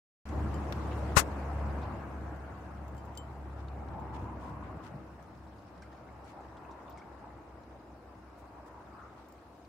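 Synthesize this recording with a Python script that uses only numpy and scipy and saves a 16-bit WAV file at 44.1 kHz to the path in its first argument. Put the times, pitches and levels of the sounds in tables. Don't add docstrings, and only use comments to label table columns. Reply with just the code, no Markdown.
import sys
import numpy as np
from scipy import signal
from scipy.fft import rfft, irfft
from scipy.io import wavfile
from scipy.ndimage import uniform_filter1d

SR = 44100
rng = np.random.default_rng(int(sys.argv[2]) if len(sys.argv) > 2 else 0)


def master_out(mix):
    frames = np.transpose(np.atleast_2d(mix))
    ceiling = np.clip(frames, -1, 1)
    pcm = np.round(ceiling * 32767).astype(np.int16)
    wavfile.write(sys.argv[1], SR, pcm)


N = 426888
T = np.arange(N) / SR
BAND_LIMIT_HZ = 15900


def gain_of(db):
    return 10 ** (np.asarray(db) / 20)


def unit_rms(x):
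    return x / np.sqrt(np.mean(x ** 2) + 1e-20)


def at_hz(points, hz):
    f, value = np.transpose(points)
    return np.interp(np.log(hz + 1), np.log(f), value)


def follow(rows, t=T):
    s, *columns = np.transpose(rows)
    return [np.interp(t, s, c) for c in columns]


def place(mix, start_s, sound, left_db):
    part = mix[:, round(start_s * SR):][:, :sound.shape[-1]]
    part += (sound * gain_of([[left_db / 2], [-left_db / 2]]))[:, :part.shape[1]]


def drift(rate_hz):
    f = np.fft.rfftfreq(N, 1 / SR)
    return unit_rms(irfft(rfft(rng.standard_normal(N)) * np.exp(-(f / rate_hz) ** 2), N))


def coloured(x, spectrum):
    size = x.shape[-1]
    return unit_rms(irfft(rfft(x) * gain_of(at_hz(spectrum, np.fft.rfftfreq(size, 1 / SR))), size))


# freq_hz, likeness_ratio
PORT_LIKENESS = [(60, 1), (290, 0.88), (640, 0.73), (1400, 0.46), (3100, 0), (16000, 0)]
# freq_hz, left_db
PORT_BALANCE = [(60, .6), (200, 1.5), (700, 1), (1300, 3), (4000, 1.5), (15000, 1.8)]

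def diffuse_noise(shape_db, patchy_db, size=1024):
    hop = size // 4
    t, hz = np.arange(N // hop + 5)[:, None] * hop / SR, np.fft.rfftfreq(size, 1 / SR)
    a, b, c, d, patches = rng.standard_normal((5, len(t), len(hz)))
    likeness = np.clip(at_hz(PORT_LIKENESS, hz), -1, 1)
    left = a + 1j * b
    right = likeness * left + np.sqrt(1 - likeness ** 2) * (c + 1j * d)
    shape = gain_of(shape_db(t, hz) + np.zeros_like(t))
    shape /= np.linalg.norm(shape, axis=1, keepdims=True)
    patches = unit_rms(uniform_filter1d(uniform_filter1d(patches, size=8, axis=0), size=8, axis=1))
    lean = gain_of(at_hz(PORT_BALANCE, hz) / 2)
    spectra = np.array([left * lean, right / lean]) * shape * gain_of(patchy_db * patches)
    return unit_rms(signal.istft(spectra.swapaxes(1, 2), nperseg=size, noverlap=size - hop)[1][:, :N])


def engine_tones(turns, orders, waver):
    out = np.zeros(N)
    for order, db in orders:
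        path = 1 + waver * (drift(2) + 1j * drift(2.4))
        out += gain_of(db) * (path * np.exp(2j * np.pi * (round(order) * turns + rng.random()))).real
    return out


# time_s, firing_hz
TRUCK_FIRING = [(0.0, 72.19), (1.3, 70.86), (2.3, 70.34), (3.4, 69.11), (4.2, 68.6), (4.9, 66.25),
                (6.1, 66.21), (7.1, 63.83), (7.7, 63.82), (8.5, 62.45), (9.68, 61.97)]
# time_s, level_db
TRUCK_LEVEL = [(0, -30), (.4, -36), (.7, -40.5), (1.1, -36), (1.3, -40.5), (1.65, -34.5), (1.95, -45.5),
               (2.25, -42.5), (2.6, -53.5), (2.8, -43), (3.05, -49), (3.6, -43), (4.3, -45.5), (5, -60),
               (6, -58.5), (7.5, -59), (8.5, -59.5), (9.68, -71)]
# cycle_multiple, relative_db
TRUCK_OVERTONES = [(9, -12.5), (12, -14), (16, -23.5), (18, -20.5)]

def truck(cylinders=6, overtones_db=2, port_skew_rad=.087, waver_db=.83):
    cycles = np.cumsum(follow(TRUCK_FIRING)[0]) / SR / cylinders
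    skew = port_skew_rad * drift(3) * np.array([[1], [-1]])
    drone = np.sqrt(2) * np.sin(2 * np.pi * cylinders * cycles + skew)
    sound = drone + gain_of(overtones_db) * engine_tones(cycles, TRUCK_OVERTONES, waver=.26)
    return sound * gain_of(follow(TRUCK_LEVEL)[0] + waver_db * drift(4.1)) * gain_of([[.3], [-.3]])


# time_s, shaft_hz
PUMP_SHAFT = [(0.0, 23.229), (4.2, 22.943), (5.2, 22.949), (6.5, 23.049), (8.0, 22.928), (9.68, 22.969)]
# shaft_multiple, relative_db
PUMP_OVERTONES = [(8, -12), (9, -4.5), (10, -7), (11, -2.5), (12, -3), (13, 0.5), (14, 1), (15, -3),
                  (16, -11.5), (17, -6), (21, -7)]
# time_s, level_db
PUMP_OVERTONE_LEVEL = [(.25, -45.5), (1.8, -53.5), (2.8, -58.5), (3.4, -61.5), (4.2, -49.5), (5.2, -62.5),
                       (7, -60.5), (9.68, -61)]

def pump(firings_per_turn=3, firing_db=-59.5, fade_db_per_s=.6, waver_db=1):
    turns = np.cumsum(follow(PUMP_SHAFT)[0]) / SR
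    comb = unit_rms(engine_tones(turns, PUMP_OVERTONES, waver=.3))
    comb *= gain_of(follow(PUMP_OVERTONE_LEVEL)[0])
    firing = np.sqrt(2) * np.sin(2 * np.pi * firings_per_turn * turns)
    firing *= gain_of(firing_db - fade_db_per_s * T + waver_db * drift(1.8))
    return (firing + comb) * gain_of([[.5], [-.5]])


# time_s, level_db
ROAR_LEVEL = [(.25, -43), (1.5, -42), (1.9, -43.5), (2.2, -48), (3.2, -52.5), (3.7, -51), (4.1, -49),
              (4.7, -49.5), (5.4, -56), (6.7, -51.5), (7.3, -53.5), (8, -56), (8.9, -54), (9.68, -58.5)]
# freq_hz, relative_db
ROAR_SPECTRUM = [(150, -38), (300, -0.5), (420, -1), (700, 2.5), (1000, -0.5), (1400, -6.5), (2000, -14.5),
                 (2800, -22.5), (3400, -37), (6000, -52.5), (12000, -59)]

def road(pulse_depth=.12, flutter_db=.32):
    roar = diffuse_noise(lambda t, hz: at_hz(ROAR_SPECTRUM, hz), patchy_db=1.4)
    traffic = roar * gain_of(follow(ROAR_LEVEL)[0]) + tyres()
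    pulse = 1 + pulse_depth * np.sin(2 * np.pi * np.cumsum(follow(TRUCK_FIRING)[0]) / SR)
    return traffic * pulse * gain_of(flutter_db * drift(25))


# time_s, level_db
RUMBLE_LEVEL = [(.3, -37.5), (.55, -38.5), (.8, -42), (1.15, -38), (1.5, -46), (1.75, -40.5), (2.5, -48),
                (3.45, -49), (3.95, -45), (4.7, -45), (5.2, -50.5), (5.7, -54), (6.7, -54), (7.5, -56),
                (8.7, -58.5), (9.68, -61)]
# freq_hz, relative_db
RUMBLE_SPECTRUM = [(20, -31.5), (40, -19), (60, -10), (100, 3), (140, -4.5), (200, -3.5), (260, -8.5),
                   (320, -5.5), (400, -17.5), (600, -30.5), (1200, -61)]

def rumble(trim_db=-2, gust_db=1.15):
    noise = diffuse_noise(lambda t, hz: at_hz(RUMBLE_SPECTRUM, hz), patchy_db=.5, size=2048)
    return noise * gain_of(follow(RUMBLE_LEVEL)[0] + trim_db + gust_db * drift(rate_hz=7))


# time_s, level_db
LEAVES_LEVEL = [(.25, -64), (1.1, -61.5), (1.8, -66.5), (2.2, -70.5), (4.5, -73.5), (6.6, -74), (7.7, -75),
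                (9.68, -73)]
# freq_hz, relative_db
LEAVES_SPECTRUM = [(1000, -18), (2500, 5), (3400, 1.5), (5200, -0.5), (6300, -2), (8000, -4.5),
                   (10000, -7.5), (13000, -9.5), (16000, -14)]

def leaves(dulling=.66, calm_db=-71):
    def shape_db(t, hz):
        swell_db = np.maximum(follow(LEAVES_LEVEL, t)[0] - calm_db, 0)
        return at_hz(LEAVES_SPECTRUM, hz) - dulling * swell_db * np.log2(np.maximum(hz / 8000, 1))
    return diffuse_noise(shape_db, patchy_db=2.8, size=512) * gain_of(follow(LEAVES_LEVEL)[0])


def bubble(age, hz, ring_cycles):
    turns = hz * np.maximum(age, 0)
    return np.sin(2 * np.pi * turns) * (1 - np.exp(-turns)) ** 2 * np.exp(-turns / ring_cycles)


def splash(length_s, centre_hz, drops_per_s=450, pitch_spread=.31, spray_gain=.7):
    t = T[:SR // 6]
    count = 2 + int(drops_per_s * length_s)
    delay = length_s * (np.arange(count) + rng.random(count)) / count
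    size = rng.uniform(.33, 1, count)
    hz = np.minimum(centre_hz * np.exp(pitch_spread * rng.standard_normal(count)), BAND_LIMIT_HZ)
    port_gains = size * np.exp(-delay / length_s) * rng.uniform(.37, 1, (2, count))
    drops = port_gains @ bubble(t - (delay - delay[0])[:, None], hz[:, None], ring_cycles=4.5)
    spectrum = [(centre_hz * ratio, db) for ratio, db in [(1 / 6, -22), (.5, -3), (1, 0), (1.7, -9), (3, -26)]]
    spray = coloured(rng.standard_normal((2, len(t))), spectrum) * np.exp(-t / length_s)
    return unit_rms(unit_rms(drops) + spray_gain * unit_rms(spray)) * np.sqrt(length_s / t[-1])


def patter(middle_s, span_s, db, length_s, count, low_hz=3300, range_hz=1900, width_db=6):
    out = np.zeros((2, N))
    for when, softness, pitch, side in rng.random((count, 4)):
        start_s = max(middle_s + span_s * (when - .5), 0)
        sound = gain_of(db + .25 - softness) * splash(length_s, low_hz + range_hz * pitch)
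        place(out, start_s, sound, width_db * (side - .5))
    return out


# start_s, level_db, length_s, centre_hz
SPLASHES = [(0.288, -61, 0.013, 5630), (.912, -54, .025, 2700), (1.695, -66, 0.011, 4600),
            (1.815, -62.5, 0.046, 3550), (2.77, -62, 0.013, 2400), (3.684, -58, 0.0045, 3870),
            (3.885, -64, 0.0053, 3900), (5.621, -72, 0.0068, 4600), (5.775, -71.5, .01, 5000),
            (5.821, -63.5, 0.019, 5300), (6.243, -69, .022, 6050), (6.569, -68, .02, 5000),
            (6.71, -69, .022, 6140), (6.88, -67, .018, 2970), (6.905, -69, .034, 4800),
            (6.973, -66.5, .035, 5000), (7.634, -71.5, .009, 4000), (9.648, -67.5, .01, 3980)]
# start_s, level_db, pitch_hz
GULP_BUBBLES = [(3.795, -57, 2125), (5.822, -45, 1510), (5.826, -52, 2270), (5.835, -51, 2004),
                (5.926, -50.5, 1746), (6.088, -52, 2060), (6.65, -53, 2490), (6.974, -52, 2170),
                (6.984, -51, 2070), (7.017, -49.5, 2180), (8.928, -59.5, 2170), (9.38, -63, 2350)]

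def feeding(splash_trim_db=-1, rise_per_s=4):
    out = np.zeros((2, N))
    for start_s, db, length_s, hz in SPLASHES:
        place(out, start_s, gain_of(db + splash_trim_db) * splash(length_s, hz), left_db=1.5)
    age = T[:SR // 20]
    for start_s, db, hz in GULP_BUBBLES:
        plop = bubble(age, hz * (1 + rise_per_s * age), ring_cycles=10)
        place(out, start_s, gain_of(db) * plop, left_db=0)
    return out


def bank_echoes(x, echo_db=-14, t60_s=.3, echoes_per_s=1500):
    t = T[:SR // 3]
    taps = rng.standard_normal((2, len(t))) * (rng.random((2, len(t))) < echoes_per_s / SR)
    taps *= gain_of(-60 * t / t60_s) * (t > .004)
    return x + gain_of(echo_db) * signal.fftconvolve(x, taps / np.linalg.norm(taps[0]), axes=1)[:, :N]


# start_s, level_db, tilt_db_per_octave
CLINKS = [(.542, -58, -3), (2.21, -70, 6), (2.362, -71, 3), (2.880, -64, 9), (2.948, -69, 9),
          (2.967, -68, 7), (2.979, -62.5, -0.5), (3.052, -67, 15), (3.151, -62, 5), (3.174, -46.5, -2),
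          (3.998, -69, 10), (5.226, -67, 10), (6.897, -66.5, 26), (9.285, -68.5, 19), (9.323, -65, 21)]
# pitch_hz, relative_db, t60_s
METAL_MODES = [(3075, -4.5, 0.18), (4830, -11, .05), (5720, -12, .014), (7460, -1.5, 0.13),
               (9270, -4, .035), (14340, -6, 0.059)]
# freq_hz, relative_db
TICK_SPECTRUM = [(1500, -22), (3000, -2), (4500, 4), (7000, 5), (10000, -8), (16000, -11)]

def keys(tick_db=2, tick_t60_s=.025, strike_s=.00034, free_db=-50, damping=.13):
    out, t = np.zeros((2, N)), T[:SR // 4]
    for start_s, db, tilt in CLINKS:
        freedom = gain_of(damping * min(db - free_db, 0))
        ring = np.zeros((2, len(t)))
        for hz, mode_db, t60_s in METAL_MODES:
            envelope = gain_of(mode_db + tilt * np.log2(hz / 9000) - 60 * t / (t60_s * freedom))
            ring += envelope * np.sin(2 * np.pi * (hz * t + rng.random((2, 1))))
        tick = coloured(rng.standard_normal((2, len(t))), TICK_SPECTRUM)
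        tick *= gain_of(tick_db - 60 * t / tick_t60_s)
        place(out, start_s, gain_of(db) * (ring + tick) * (1 - np.exp(-t / strike_s)), left_db=6)
    return out


# start_s, level_db, t60_s
SNAPS = [(0.724, -35, 0.015), (0.728, -40, .014)]
# freq_hz, relative_db
SNAP_SPECTRUM = [(500, -15), (1500, 10.5), (3000, 5.5), (5800, 2), (8000, -16), (12000, -11), (16000, -22)]
# middle_s, level_db, length_s, left_db, tilt_db_per_octave
SCUFFS = [(.985, -65, .039, 6.5, 4), (3.604, -68.5, 0.051, 11, -5.5), (4.154, -59, 0.058, 6, -5.5),
          (4.219, -70, 0.12, 6, -2), (4.458, -67, .18, 8, -2), (4.657, -63, 0.096, 3.5, -15),
          (4.859, -63.5, 0.087, 12, -3), (6.293, -63, .08, 1, -3), (8.398, -73, .06, 3.5, 6),
          (8.675, -69.5, .045, 6.5, 2), (9.196, -69, .12, 1, -5)]
# freq_hz, relative_db
SCUFF_SPECTRUM = [(500, -12), (2000, 4.5), (4000, -1.5), (7500, -4), (11000, -10.5), (16000, -16)]

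def shoes(grit=.99):
    out, t = np.zeros((2, N)), T[:SR // 30]
    for start_s, db, t60_s in SNAPS:
        crack = coloured(rng.standard_normal((2, len(t))), SNAP_SPECTRUM)
        place(out, start_s, gain_of(db - 60 * t / t60_s) * crack, left_db=4)
    for middle_s, db, length_s, left_db, tilt in SCUFFS:
        size = int(length_s * SR)
        grains = rng.standard_normal((2, size)) * np.exp(grit * rng.standard_normal(size))
        spectrum = [(hz, level + tilt * np.log2(max(hz, 2500) / 2500)) for hz, level in SCUFF_SPECTRUM]
        scuff = coloured(grains, spectrum) * signal.windows.tukey(size, .7)
        place(out, middle_s - length_s / 2, gain_of(db) * scuff, left_db)
    return out


# middle_s, level_db, length_s, centre_hz
BUFFETS = [(.96, -42, 0.055, 129), (2.528, -45.5, 0.0606, 121), (2.94, -48, 0.0782, 110),
           (4.219, -39.5, .09, 90), (4.771, -44.5, 0.047, 120), (4.95, -43, 0.091, 130)]

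def wind_buffets():
    out = np.zeros((2, N))
    for middle_s, db, length_s, hz in BUFFETS:
        size = int(length_s * SR)
        eddy = coloured(rng.standard_normal(size), [(hz / 3, -25), (hz, 0), (hz * 2, -20), (hz * 12, -70)])
        place(out, middle_s - length_s / 2, gain_of(db) * eddy * signal.windows.hann(size), left_db=1)
    return out


# time_s, level_db, tilt_db_per_octave
FINGER_SLIDE = [(1.154, -49, 0), (1.161, -38, -0.5), (1.168, -15, -3.5), (1.175, -12.5, -2.8),
                (1.186, -18, -0.2), (1.2, -21.5, -0.3), (1.209, -31, -1), (1.222, -36, -4.5),
                (1.238, -65, 2)]
# freq_hz, relative_db
RUB_SPECTRUM = [(30, -20.5), (120, -2.5), (600, -9.5), (1200, 1), (2000, -6), (3300, -11.5), (5000, -9),
                (7000, -5), (10000, -12), (13000, -17), (16000, -25.5)]
# start_s, level_db, pitch_hz, t60_s
FINGER_BLOWS = [(1.1672, -10, 120, .03), (1.169, -4.5, 520, .008), (1.1713, -6.5, 900, .006)]

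def finger(right_leak_db=-38):
    t = np.arange(round(FINGER_SLIDE[0][0] * SR), round(FINGER_SLIDE[-1][0] * SR)) / SR
    age = T[:len(t)]
    level_db, tilt = follow(FINGER_SLIDE, t)
    rub = coloured(rng.standard_normal(len(t)), RUB_SPECTRUM)
    hz, frame_s, spectra = signal.stft(rub, SR, nperseg=128)
    spectra *= gain_of(np.interp(frame_s, age, tilt) * np.log2(np.maximum(hz, 400) / 2500)[:, None])
    rub = signal.istft(spectra, SR, nperseg=128)[1][:len(t)]
    rub /= np.sqrt(uniform_filter1d(rub ** 2, size=300) + 1e-12)
    out = np.zeros((2, N))
    place(out, t[0], rub * gain_of(level_db), left_db=0)
    for start_s, db, hz, t60_s in FINGER_BLOWS:
        place(out, start_s, -gain_of(db - 60 * age / t60_s) * np.sin(2 * np.pi * hz * age), left_db=0)
    return out * gain_of([[0], [right_leak_db]])


# loudest_s, level_db, half_length_s, pitch_hz, glide_octaves_per_s
CAR_PASSES = [(2.299, -57, 0.45, 1483, -.15), (3.07, -47.5, .07, 850, -.2), (3.3, -53, .2, 850, -.1),
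              (4.054, -45.5, .16, 852, 0.54), (4.47, -50.5, 0.27, 1010, .3), (6.446, -56.5, .3, 824, .1),
              (6.781, -56.5, .16, 1065, -.3), (7.3, -58, .35, 889, 0.06), (8.656, -52, .16, 955.5, -.2),
              (9.015, -52.5, 0.098, 1239, .1)]

def tyres(trim_db=-1, width_octaves=.21):
    def power_and_pitch(t):
        loudest_s, db, half_s, hz, glide = np.transpose(CAR_PASSES)
        since = t[..., None] - loudest_s
        power = gain_of(db) ** 2 / (1 + (since / half_s) ** 2 / 2) ** 3
        pitch = hz * 2 ** (glide * np.clip(since, -1, 1))
        return power.sum(-1), (power * pitch).sum(-1) / power.sum(-1)

    def band_db(t, hz):
        octaves_off = np.log2((hz + 1) / power_and_pitch(t)[1])
        return -20 * np.log10(1 + (octaves_off / width_octaves) ** 2) - 12 * np.maximum(hz / 2000 - 1, 0)

    swell = np.sqrt(np.interp(T, T[::256], power_and_pitch(T[::256])[0]))
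    return diffuse_noise(band_db, patchy_db=3.5) * gain_of(trim_db) * swell


# time_s, level_db
INSECT_LEVEL = [(3, -92), (5.5, -81.5), (9.68, -83.5)]
# freq_hz, relative_db
INSECT_SPECTRUM = [(2500, -36), (3400, -15.5), (3900, -1.5), (4500, -8), (5150, -0.5), (5700, -14),
                   (7500, -35)]

def insects():
    chorus = diffuse_noise(lambda t, hz: at_hz(INSECT_SPECTRUM, hz), patchy_db=3)
    return chorus * gain_of(follow(INSECT_LEVEL)[0])


def scene():
    pellets = patter(middle_s=T[-1] / 2, span_s=T[-1], db=-77, length_s=.0037, count=60)
    nibbles = patter(middle_s=5.7, span_s=1.6, db=-76, length_s=.012, count=20)
    distant = truck() + pump() + road()
    around = rumble() + leaves() + insects()
    close = keys() + wind_buffets() + finger()
    return distant + around + close + bank_echoes(pellets + nibbles + feeding() + shoes())


def record(dry, open_s=.254, settle_s=.066, low_cut_hz=36):
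    dry = signal.sosfilt(signal.butter(4, low_cut_hz, "high", fs=SR, output="sos"), dry)
    low_end = signal.sosfiltfilt(signal.butter(2, 1500, fs=SR, output="sos"), dry)
    held_back = .78 * np.exp(-(np.maximum(T - open_s, 0) / settle_s) ** 2)
    opened = (dry - held_back * low_end) * np.clip((T - open_s) / .0012, 0, 1)
    band_limit = signal.firwin(511, BAND_LIMIT_HZ, window=("kaiser", 9), fs=SR)
    return signal.oaconvolve(opened, band_limit[None], "same")


dry = scene()
out = record(dry)
master_out(out)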